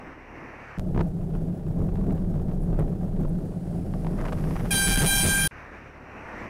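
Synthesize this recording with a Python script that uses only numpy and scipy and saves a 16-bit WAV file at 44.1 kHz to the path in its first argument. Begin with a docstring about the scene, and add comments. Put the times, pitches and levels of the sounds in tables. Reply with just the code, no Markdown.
"""Even road rush over a low engine drone at a cyclist's helmet, then gusty wind overloading a rear camera.
A box truck overtakes behind the cyclist with a growl and a rising hiss amid sharp cracks and rattles, and a
shrill air horn blasts twice before the helmet view returns. Shaped noise makes wind, tyres and hiss; damped
modes make low thumps and ticks; summed harmonics make the horn, and a soft ceiling overloads the rear input."""
import sys
import numpy as np
from scipy import signal
from scipy.fft import rfft, irfft, next_fast_len
from scipy.io import wavfile
from scipy.ndimage import uniform_filter1d, map_coordinates

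SR = 44100
rng = np.random.default_rng(int(sys.argv[2]) if len(sys.argv) > 2 else 0)


def to_wav(s):
    """Save 16-bit WAV."""
    ch = np.atleast_2d(s).T  # columns
    pcm = np.round(np.clip(ch, -1, 1) * 32767)  # PCM
    wavfile.write(sys.argv[1], SR, pcm.astype(np.int16))


N = 286209
TIME = np.arange(N) / SR  # seconds


def amp(db):
    """Logarithmic level: decibels to an amplitude ratio."""
    return 10 ** (np.asarray(db) / 20)


def unit(x):
    """Normalisation by mean power: scale to rms 1."""
    return x / np.sqrt(np.mean(x ** 2) + 1e-20)


def curves(rows):
    """Linear interpolation: one value per sample for each column after the time."""
    knot_s, *columns = np.transpose(rows)
    return [np.interp(TIME, knot_s, column) for column in columns]


def wobble(rate):
    """Band-limited random modulation: a smooth curve through `rate` random knots per second."""
    knots = rng.standard_normal(int(N * rate / SR) + 4)
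    return map_coordinates(knots, [TIME * rate])


def swells(rows):
    """Gaussian envelopes: bell-shaped swells from (centre_s, half_width_s, height) rows."""
    return sum(height * np.exp(-((TIME - s) / width) ** 2) for s, width, height in rows)


def level_swells(rows):
    """Gaussian envelopes whose heights are given in decibels."""
    return swells([(s, width, amp(db)) for s, width, db in rows])


def between(start, end):
    """Gating: 1 from start to end, with millisecond edges."""
    return np.clip(np.minimum(TIME - start, end - TIME) * 1000, 0, 1)


def filtered(x, response):
    """Linear filtering: multiply the spectrum by a response of frequency."""
    m = next_fast_len(N + 8192)
    return irfft(rfft(x, m) * response(np.fft.rfftfreq(m, 1 / SR)), m)[..., :N]


def noise(spectrum):
    """Spectral shaping: random noise of rms 1 coloured by (frequency_hz, density_db) points."""
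    f, db = np.transpose(spectrum)

    def colour(hz):
        return amp(np.interp(np.log(hz + 1), np.log(f), db))

    return unit(filtered(rng.standard_normal(N), colour))


def steady(x, seconds):
    """Envelope normalisation: divide out the slow swells of a sound."""
    window = signal.windows.hann(int(seconds * SR) + 3)
    power = signal.fftconvolve(x ** 2, window / window.sum(), "same")
    return x / np.sqrt(np.abs(power) + 1e-6)


def patchy(x, depth_db):
    """Independent band modulation: neighbouring bands of a noise swell and fade on their own."""
    z = signal.stft(x, nperseg=512)[2]
    across_bands = uniform_filter1d(rng.standard_normal(z.shape), size=9, axis=0)
    field = uniform_filter1d(across_bands, size=30, axis=1)
    return unit(signal.istft(z * amp(depth_db * unit(field)), nperseg=512)[1][:N])


def ring(modes, age, rise_s):
    """Modal decay: damped (frequency_hz, level_db, t60_s) modes after an impulse with a rounded start."""
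    tones = sum(amp(db - 60 * age / t60) * np.sin(2 * np.pi * hz * age) for hz, db, t60 in modes)
    return tones * (1 - np.exp(-(age / rise_s) ** 2))


def self_noise():
    """Electronic noise floor: a faint, stationary coloured hiss."""
    return amp(-67.5) * noise([(1000, 9.5), (3000, 5.5), (7000, 0.0), (10000, 4.0), (15500, -14)])


# spectra of the low roar and of the tyre and air rush: frequency_hz, density_db (relative)
ROAR_SPECTRUM = [(20, -16), (45, -7), (100, -5), (170, -4), (300, 0), (450, -7.5), (700, -10), (1100, -9.5),
                 (2500, -55)]
TYRE_SPECTRUM = [(300, 1.5), (750, 2), (1100, 0), (1800, 2.5), (2350, -2.5), (2800, -9), (3300, -24.5),
                 (4900, -27), (5750, -21.5), (6700, -32.5), (10000, -39.5), (14000, -42), (15500, -76)]
# engine harmonics: order, level_db (before the engine gain)
DRONE_HARMONICS = [(1, -58.5), (2, -57), (3, -63.5), (4, -61)]
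# engine loudness: time_s, gain_db
ENGINE_GAIN = [(0, -1.5), (0.78, 2.5), (6.2, 1.5), (6.49, 1.5)]
# road rush before and after the rear view: time_s, roar_db, rush_db (before the trims)
ROAD_BEFORE = [(0.02, -41.5, -47), (0.21, -48.5, -49.5), (0.36, -44.5, -47), (0.43, -42, -45.5),
               (0.6, -49, -45), (0.75, -65, -45)]
ROAD_AFTER = [(5.54, -52, -45.5), (5.7, -54, -46.5), (5.85, -52, -47), (6.02, -48, -48.5),
              (6.16, -45, -45), (6.24, -60, -43), (6.42, -38.5, -40.5), (6.48, -42.5, -44)]
DRONE_HZ = 35.7  # mean pitch of the first order


def road(roar_gain_db=-1, rush_gain_db=0.86):
    """Broadband tyre and flow noise rushes past the helmet over the harmonic drone of an engine."""
    roar_db, rush_db = curves(np.vstack([ROAD_BEFORE, ROAD_AFTER]))
    engine_db, = curves(ENGINE_GAIN)
    roar = amp(roar_db + roar_gain_db + 0.29 * wobble(33)) * noise(ROAR_SPECTRUM)
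    rush_level = amp(rush_db + rush_gain_db + 0.81 * wobble(30))
    rush = rush_level * patchy(noise(TYRE_SPECTRUM), depth_db=1.47)
    turn = 2 * np.pi * np.cumsum(DRONE_HZ * (1 + 0.014 * wobble(3.3))) / SR
    drone = np.zeros(N)
    for order, (_, db) in enumerate(DRONE_HARMONICS, 1):
        drone += amp(db + 2.3 * wobble(3.18)) * np.sqrt(2) * np.sin(order * turn)
    return roar + rush + amp(engine_db) * drone


# the truck's hiss reaching the helmet: centre_s, half_width_s, level_db
NEARING_SWELLS = [(6.26, 0.05, -80), (6.41, 0.055, -65.5)]


def nearing():
    """Addition of noise bands: the truck brightens the road rush as it comes up beside the helmet."""
    hiss = noise([(1500, -10), (3500, 3), (5000, -6.5), (7500, -4), (10000, -26), (15000, -28)])
    return level_swells(NEARING_SWELLS) * hiss


# steady strength of the wind at the rear microphone: time_s, level_db (before unrest and trims)
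WIND_LEVEL = [(0.8, -31.5), (1.1, -28.5), (1.6, -29.5), (1.95, -26.5), (2.75, -28), (3.3, -28.5),
              (3.5, -31.5), (3.9, -29), (4.1, -28.5), (5.47, -26)]
# gusts and lulls: centre_s, half_width_s, change_db
GUST_SWELLS = [(0.87, 0.013, 1.5), (0.995, 0.031, 10), (1.125, 0.024, -4), (1.354, 0.017, 6),
               (1.64, 0.016, -7), (1.82, 0.043, 3.5), (1.915, 0.016, -2), (2.1, 0.021, 5), (2.36, 0.012, 5),
               (2.53, 0.029, 3), (2.735, 0.017, 2.5), (2.806, 0.032, 7.5), (2.945, 0.0051, -18),
               (3.036, 0.015, 4.5), (3.105, 0.024, -3.5), (3.225, 0.033, 4.5), (4.47, 0.018, 6.5),
               (4.75, 0.035, 6.5), (4.83, 0.019, -2), (4.895, 0.021, 10), (4.98, 0.011, 9.5),
               (5.035, 0.026, 13), (5.12, 0.04, 0), (5.262, 0.03, 13)]
# spectra of the buffeting, the slipstream and the deepest buffeting: frequency_hz, density_db (relative)
BUFFET_SPECTRUM = [(45, -23), (62, -14), (92, -2.5), (118, -9), (142, -2), (164, -2), (194, -2.5),
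                   (222, -12.5), (380, -18), (640, -30), (1000, -44.5), (2000, -62), (4000, -87)]
SLIPSTREAM_SPECTRUM = [(120, -3), (280, 2), (390, 1), (520, -7), (635, -1), (700, -9), (770, -7.5),
                       (1000, -30), (1550, -26), (2100, -40), (4000, -42.5)]
SUB_SPECTRUM = [(12, -23), (22, -18), (31, -3.5), (40, -13), (62, -31), (120, -49.5), (400, -100)]
# deepest buffeting: time_s, level_db
SUB_LEVEL_DB = [(0.8, -35.5), (1.0, -25), (1.12, -37.5), (1.42, -28.5), (1.53, -45.5), (1.8, -27.5),
                (2.25, -29.5), (2.6, -27.5), (2.82, -20.5), (2.94, -40), (3.23, -24), (3.45, -37.5),
                (3.68, -40), (3.9, -34), (4.12, -29), (4.8, -31.5), (4.92, -20), (5.47, -30.5)]
UNREST_DB, UNREST_RATE = 1.46, 23  # random swings of the wind (dB, knots per second)


def wind(slip_db=-40.5, follow=0.56, flutter_db=2, roar_grows=0.8, buffet_db=-2):
    """Turbulent pressure: eddies buffet the housing under a more even slipstream roar; gusts lift both."""
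    wind_db = curves(WIND_LEVEL)[0] + UNREST_DB * wobble(UNREST_RATE)
    gust_db = swells(GUST_SWELLS)
    buffets = amp(wind_db + gust_db + buffet_db) * steady(noise(BUFFET_SPECTRUM), seconds=0.11)
    # the roar follows the wind by fewer decibels than the buffets do
    roar_db = slip_db + follow * (wind_db - np.mean(wind_db)) + roar_grows * gust_db
    roar = amp(roar_db + flutter_db * wobble(90)) * noise(SLIPSTREAM_SPECTRUM)
    sub = amp(curves(SUB_LEVEL_DB)[0]) * steady(noise(SUB_SPECTRUM), seconds=0.19)
    return buffets + roar + sub


# drone of air around the rear camera: time_s, pitch_hz, level_db (before trim and swing)
HOLLOW_DRONE = [(0.85, 181.1, -30.5), (1.05, 165.3, -37.5), (1.25, 180.3, -33), (1.36, 157.4, -30.5),
                (1.55, 174.3, -33.5), (1.64, 152, -42), (1.78, 180.1, -30), (1.92, 165, -42),
                (2.04, 141.7, -31), (2.28, 182, -32.5), (2.36, 147.6, -26.5), (2.52, 190.1, -34),
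                (2.82, 156.3, -27), (2.93, 179.6, -31), (3.1, 170, -37.5), (3.24, 147.9, -33.5),
                (3.34, 172, -24.5), (3.45, 165.3, -42), (3.6, 168.2, -35.5), (3.8, 168, -30.5),
                (3.9, 181.9, -37.5), (4.07, 168, -28.5), (4.25, 165, -45), (4.47, 155.5, -31),
                (4.6, 174.6, -36.5), (5.47, 160, -34.5)]


def hollow(gain_db=-1):
    """Flow-excited tone: air around the housing drones unsteadily, its pitch wandering with time."""
    pitch_hz, level_db = curves(HOLLOW_DRONE)
    turn = 2 * np.pi * np.cumsum(pitch_hz) / SR + .55 * wobble(55)
    swing_db = 3.2 * wobble(40)
    return amp(level_db + gain_db + swing_db) * np.sqrt(2) * np.sin(turn)


# sharp steps: start_s, step_height (full scale 1, before overload)
CLICK_STEPS = [(0.786, -0.035), (0.796, -0.08)]


def clicks(relax=0.003):
    """Exponential relaxation: two sharp steps decay at once (time constant in s)."""
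    return sum(height * (TIME >= s) * np.exp(-np.abs(TIME - s) / relax) for s, height in CLICK_STEPS)


# faint, brief bands of high hiss: centre_s, half_width_s, level_db
HIGH_HISS_SWELLS = [(2.63, 0.029, -64), (2.796, 0.0028, -45.5), (3.295, .01, -61)]


def high_hiss():
    """Band-limited noise under Gaussian envelopes: faint, brief bands of high hiss."""
    band = noise([(5000, -40), (8500, -9), (9800, -4), (10800, -11), (14000, -16), (16000, -30)])
    return level_swells(HIGH_HISS_SWELLS) * band


# sharp low thumps, mostly within wind gusts: start_s, strength_db (before the modes ring)
LOW_THUMPS = [(0.947, -3.5), (0.96, 3), (0.977, 2.5), (0.992, 3.5), (1.004, 4), (1.010, 8), (1.024, -12.5),
              (1.349, -14), (2.729, -11), (2.745, -10), (2.776, -10), (2.790, -3), (2.797, 1),
              (2.806, -4.5), (2.823, -2), (3.249, -12), (5.016, 2), (5.035, -4), (5.043, -2), (5.050, 0),
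              (5.252, -1), (5.266, -7), (5.287, -3)]
# modes of a thump: frequency_hz, level_db (relative), t60_s
THUMP_MODES = [(152.5, -0.5, 0.015), (356, 1.5, 0.01), (559, -9.5, 0.0057)]
THUMP_RISE_S = 0.0012  # rounds the start of a thump


def low_thumps():
    """Impulse response: each sharp low thump rings briefly in damped modes."""
    impulses = np.zeros(N)
    for s, db in LOW_THUMPS:
        impulses[round(s * SR)] = amp(db)
    return signal.fftconvolve(impulses, ring(THUMP_MODES, TIME[:SR // 8], THUMP_RISE_S))[:N]


# sharp cracks and rattles: start_s, strength_db (before the ticks and the clatter are shaped)
CRACK_IMPULSES = [(0.949, -32), (0.962, -34), (0.979, -28), (0.992, -24), (0.995, -32), (1.0, -33),
                  (1.005, -25), (1.008, -32), (1.01, -28), (1.337, -36), (1.351, -30), (1.358, -37),
                  (1.956, -28), (1.970, -34), (2.011, -34.5), (2.067, -35), (2.100, -32), (2.107, -29.5),
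                  (2.178, -32), (2.341, -34), (2.358, -39), (2.484, -38), (2.513, -32), (2.730, -33),
                  (2.745, -31), (2.776, -39), (2.791, -40), (2.798, -33), (2.807, -41), (2.822, -44),
                  (2.878, -34), (3.032, -36), (3.165, -35), (3.234, -35), (3.250, -29), (3.668, -39),
                  (3.938, -26), (4.047, -25.5), (4.068, -22), (4.133, -36), (4.185, -32), (4.202, -28),
                  (4.214, -36), (4.260, -33), (4.286, -30), (4.323, -23), (4.331, -29), (4.440, -21),
                  (4.479, -32), (4.509, -23), (4.562, -31), (4.595, -25), (4.659, -22)]
# spectrum of the short clatter: frequency_hz, density_db (relative)
RATTLE_SPECTRUM = [(300, -4), (700, 7.5), (1200, 6.5), (1900, -11.5), (2700, -10), (4000, -22), (8000, -29),
                   (15000, -37.5)]
# modes of the dry tick: frequency_hz, level_db (relative), t60_s
TICK_MODES = [(830, 2.5, 0.0083), (1500, 0, 0.0043), (2600, -5.5, 0.0032), (4300, -10.5, 0.0022)]
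CHATTER_RATE = 130  # mean number of small random ticks per second
CHATTER_DB, CHATTER_SPREAD_DB = -46.5, 6  # their usual strength and the scale of its scatter
CHATTER_FOLLOW = 0.65  # dB of chatter per dB of wind: both grow with speed
TICK_RISE_S = 0.00033  # a tick builds up almost at once


def rattles(decay=0.012, rise=0.00066, shake_db=-16, crack_db=-2, flutter_db=4.5, scatter=0.12):
    """Impulse excitation: set and random impulses each give a dry modal tick and a short, uneven clatter."""
    wind_db, = curves(WIND_LEVEL)
    chatter_db = CHATTER_DB + CHATTER_FOLLOW * (wind_db - np.mean(wind_db))
    strength = amp(chatter_db + CHATTER_SPREAD_DB * rng.uniform(-0.68, 1, N))
    impulses = (rng.random(N) < CHATTER_RATE / SR) * strength
    for s, db in CRACK_IMPULSES:
        impulses[round(s * SR)] = amp(db)
    age = TIME[:SR // 4]
    # the clatter falls 20 dB in each decay time (s)
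    envelope = amp(shake_db - 20 * age / decay) * (1 - np.exp(-age / rise))
    shake = signal.fftconvolve(impulses, envelope)[:N]
    shake = shake * amp(flutter_db * np.minimum(wobble(450), 1)) * noise(RATTLE_SPECTRUM)
    ticks, brief = np.zeros(N + SR), TIME[:SR // 50]
    stretch = np.exp(scatter * rng.standard_normal(N))  # scatters the pitch and decay of each tick
    for i in np.flatnonzero(impulses):
        ticks[i:i + len(brief)] += impulses[i] * ring(TICK_MODES, brief * stretch[i], TICK_RISE_S)
    return shake + amp(crack_db) * ticks[:N]


# bursts as the truck draws level: centre_s, half_width_s, level_db
CLATTER_SWELLS = [(4.185, 0.011, -40.5), (4.211, 0.011, -37.5), (4.257, 0.021, -37), (4.287, 0.0086, -34),
                  (4.33, 0.008, -31.5), (4.39, 0.037, -48.5), (4.5, 0.077, -47), (4.563, 0.0093, -40),
                  (4.603, 0.017, -40), (4.66, 0.018, -39.5)]
# spectrum of the clatter: frequency_hz, density_db (relative)
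CLATTER_SPECTRUM = [(250, -1.5), (600, 6.5), (1200, 2), (1900, -3), (2700, -11.5), (4000, -21),
                    (8000, -26.5), (15000, -40)]


def clatter(rough_db=8, rough_rate=450):
    """Amplitude roughness: a dense crackle comes in bursts while the truck is alongside."""
    roughness = amp(rough_db * np.minimum(wobble(rough_rate), 1))
    return level_swells(CLATTER_SWELLS) * unit(roughness * noise(CLATTER_SPECTRUM))


# the truck's hiss as it draws level: time_s, level_db (before its random swings)
TRUCK_LEVEL = [(2.5, -94), (3.0, -73.5), (3.5, -62.5), (3.999, -58), (4.3, -56), (4.699, -49.5)]
# upward sweep of the hiss: time_s, stretch (ratio of frequencies)
HISS_SWEEP = [(3.3, .8), (3.7, .87), (4.2, .95), (4.7, 1.03)]
# spectrum of the hiss before stretching: frequency_hz, density_db (relative)
HISS_SPECTRUM = [(1000, 9.5), (2500, 2.5), (4000, -6), (5500, -0.5), (6800, -6.5), (8300, -5),
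                 (10600, -0.5), (12800, -3.5), (14300, -12), (20000, -26)]


def truck():
    """Time-varying filtering: the truck's hiss swells and sweeps upward as its wheels draw level."""
    hiss_db, = curves(TRUCK_LEVEL)
    hz, t, z = signal.stft(rng.standard_normal(N), SR, nperseg=512)
    stretch = np.interp(t, *np.transpose(HISS_SWEEP))
    colour = amp(np.interp(hz[:, None] / stretch, *np.transpose(HISS_SPECTRUM)))
    hiss = unit(signal.istft(z * colour, nperseg=512)[1][:N])
    return amp(hiss_db + 0.68 * wobble(10.0)) * hiss


# the truck's engine going by: centre_s, half_width_s, level_db
DIESEL_SWELLS = [(4.19, 0.14, -37.5)]
# spectrum of the growl: frequency_hz, density_db (relative)
DIESEL_SPECTRUM = [(150, -22), (250, -1), (355, 4.5), (450, -8), (640, -4.5), (900, -18), (2000, -31),
                   (4000, -60)]
FIRING_HZ = 67


def diesel(throb=0.45):
    """Amplitude modulation: the growl throbs at the firing rate and swells as the cab goes by."""
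    turn = 2 * np.pi * FIRING_HZ * TIME + 0.4 * wobble(12)
    growl = unit((1 + throb * np.sin(turn)) * noise(DIESEL_SPECTRUM))
    return level_swells(DIESEL_SWELLS) * growl


# horn blasts: start_s, end_s, level_db (at the start, before sag), overshoot_hz
HORN_BLASTS = [(4.706, 5.056, -20.5, 38.4), (5.056, 5.476, -18.5, 8.8)]
HORN_HZ, RISE_HZ_PER_S = 789.5, 6.5  # settled pitch at the first blast, and its slow climb
SETTLE_S = 0.01  # time constant of the pitch overshoot
ATTACK_S, SAG_DB_PER_S = 0.004, 7  # the valve opens, then the pressure sags


def blowing():
    """Supply pressure governs pitch and strength: each blast starts sharp, settles and slowly sags."""
    pitch_hz = HORN_HZ + RISE_HZ_PER_S * (TIME - HORN_BLASTS[0][0])
    pressure = np.zeros(N)
    for start, end, db, overshoot_hz in HORN_BLASTS:
        age, gate = np.maximum(TIME - start, 0), between(start, end)
        pitch_hz += gate * overshoot_hz * np.exp(-age / SETTLE_S)
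        pressure += gate * amp(db - SAG_DB_PER_S * age) * (1 - np.exp(-age / ATTACK_S))
    return pitch_hz, pressure


# harmonics of the horn: multiple, level_db (relative)
HORN_HARMONICS = [(1, -8.5), (2, 1), (3, -5.5), (4, -3), (5, -6.5), (6, -10), (7, -12), (8, -11), (9, -13),
                  (10, -8.5), (11, -3.5), (12, 1.5), (13, -3), (14, -8.5), (15, -8.5), (16, -13.5),
                  (17, -16.5), (18, -16), (19, -18)]
# swells of harmonics 2, 3 and 4: time_s, level_db (only the departure from the mean is heard)
SECOND_LEVEL = [(4.72, -33), (4.835, -29.5), (4.9, -34), (4.96, -30.5), (5.03, -29.5), (5.07, -42.5),
                (5.115, -30), (5.205, -36.5), (5.27, -32), (5.335, -26), (5.44, -27), (5.47, -29.5)]
THIRD_LEVEL = [(4.715, -29.5), (4.735, -40), (4.797, -42), (4.82, -38), (4.89, -38), (4.93, -33.5),
               (5.03, -44), (5.08, -37.5), (5.33, -35), (5.352, -46), (5.385, -29), (5.43, -33),
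               (5.47, -50)]
FOURTH_LEVEL = [(4.72, -38), (4.99, -36), (5.04, -40), (5.08, -38.5), (5.185, -33), (5.24, -41),
                (5.3, -36.5), (5.365, -41), (5.44, -29), (5.47, -37.5)]
# spectrum of the air escaping through the horn: frequency_hz, density_db (relative)
AIR_SPECTRUM = [(500, -1), (850, 9), (1100, -3), (1600, -6.5), (2800, -5.5), (4000, -10), (6000, -1),
                (10000, -5), (15000, -12)]
ECHO_SHIFT_HZ = 12  # the truck's motion raises the fundamental of the roadside reflection


def horn(swing=1.0, air_db=-15, echo_db=-16):
    """Interference: a diaphragm chops air; reflections make harmonics fade, and return slightly sharp."""
    pitch_hz, pressure = blowing()
    lift_db = {}
    for k, rows in enumerate([SECOND_LEVEL, THIRD_LEVEL, FOURTH_LEVEL], 2):
        lift_db[k] = swing * (curves(rows)[0] - np.mean(rows, axis=0)[1])
    # the diaphragm's timing trembles
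    turn = 2 * np.pi * np.cumsum(pitch_hz) / SR + .036 * wobble(200)
    echo_turn = turn + 2 * np.pi * ECHO_SHIFT_HZ * TIME
    tone = np.zeros(N)
    for k, (_, db) in enumerate(HORN_HARMONICS, 1):
        depth_db = .7 if k in lift_db else 3
        fading = amp(depth_db * wobble(24)) * (1 + .16 * wobble(130))
        direct = np.sin(k * turn + 0.32 * wobble(14) + rng.uniform(0, 2 * np.pi))
        echo = amp(echo_db) * np.sin(k * echo_turn + 2 * wobble(18))
        tone += fading * amp(db + lift_db.get(k, 0)) * (direct + echo)
    return pressure * (steady(tone, seconds=0.032) + amp(air_db) * noise(AIR_SPECTRUM))


def overload(x, hardness=12):
    """Saturation: the rear camera's input flattens everything above its ceiling."""
    ceiling = .112  # of full scale
    fine = signal.resample_poly(x, 2, 1)  # oversampling limits aliasing
    flattened = fine / (1 + np.abs(fine / ceiling) ** hardness) ** (1 / hardness)
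    return signal.resample_poly(flattened, 1, 2)


REAR_ON, REAR_OFF, HELMET_BACK = 0.777, 5.477, 5.511  # camera changes (s)


def scene():
    """Superposition and gating: helmet, overloaded rear camera, then helmet again; both channels equal."""
    air = wind() + hollow() + high_hiss()
    passing = truck() + diesel() + clatter()
    rear = overload(air + passing + low_thumps() + clicks() + horn()) + rattles()
    away = between(REAR_ON, HELMET_BACK)
    helmet = road() + nearing()
    mono = helmet * (1 - away) + rear * between(REAR_ON, REAR_OFF) + self_noise() * away
    return np.array([mono, mono])


TOP_HZ = 15800  # band limit


def record(dry):
    """Low-pass filtering: a steep roll-off at the band limit."""
    return filtered(dry, lambda hz: np.clip((TOP_HZ + 60 - hz) / 200, 0, 1) ** 2)


dry = scene()
out = record(dry)
to_wav(out)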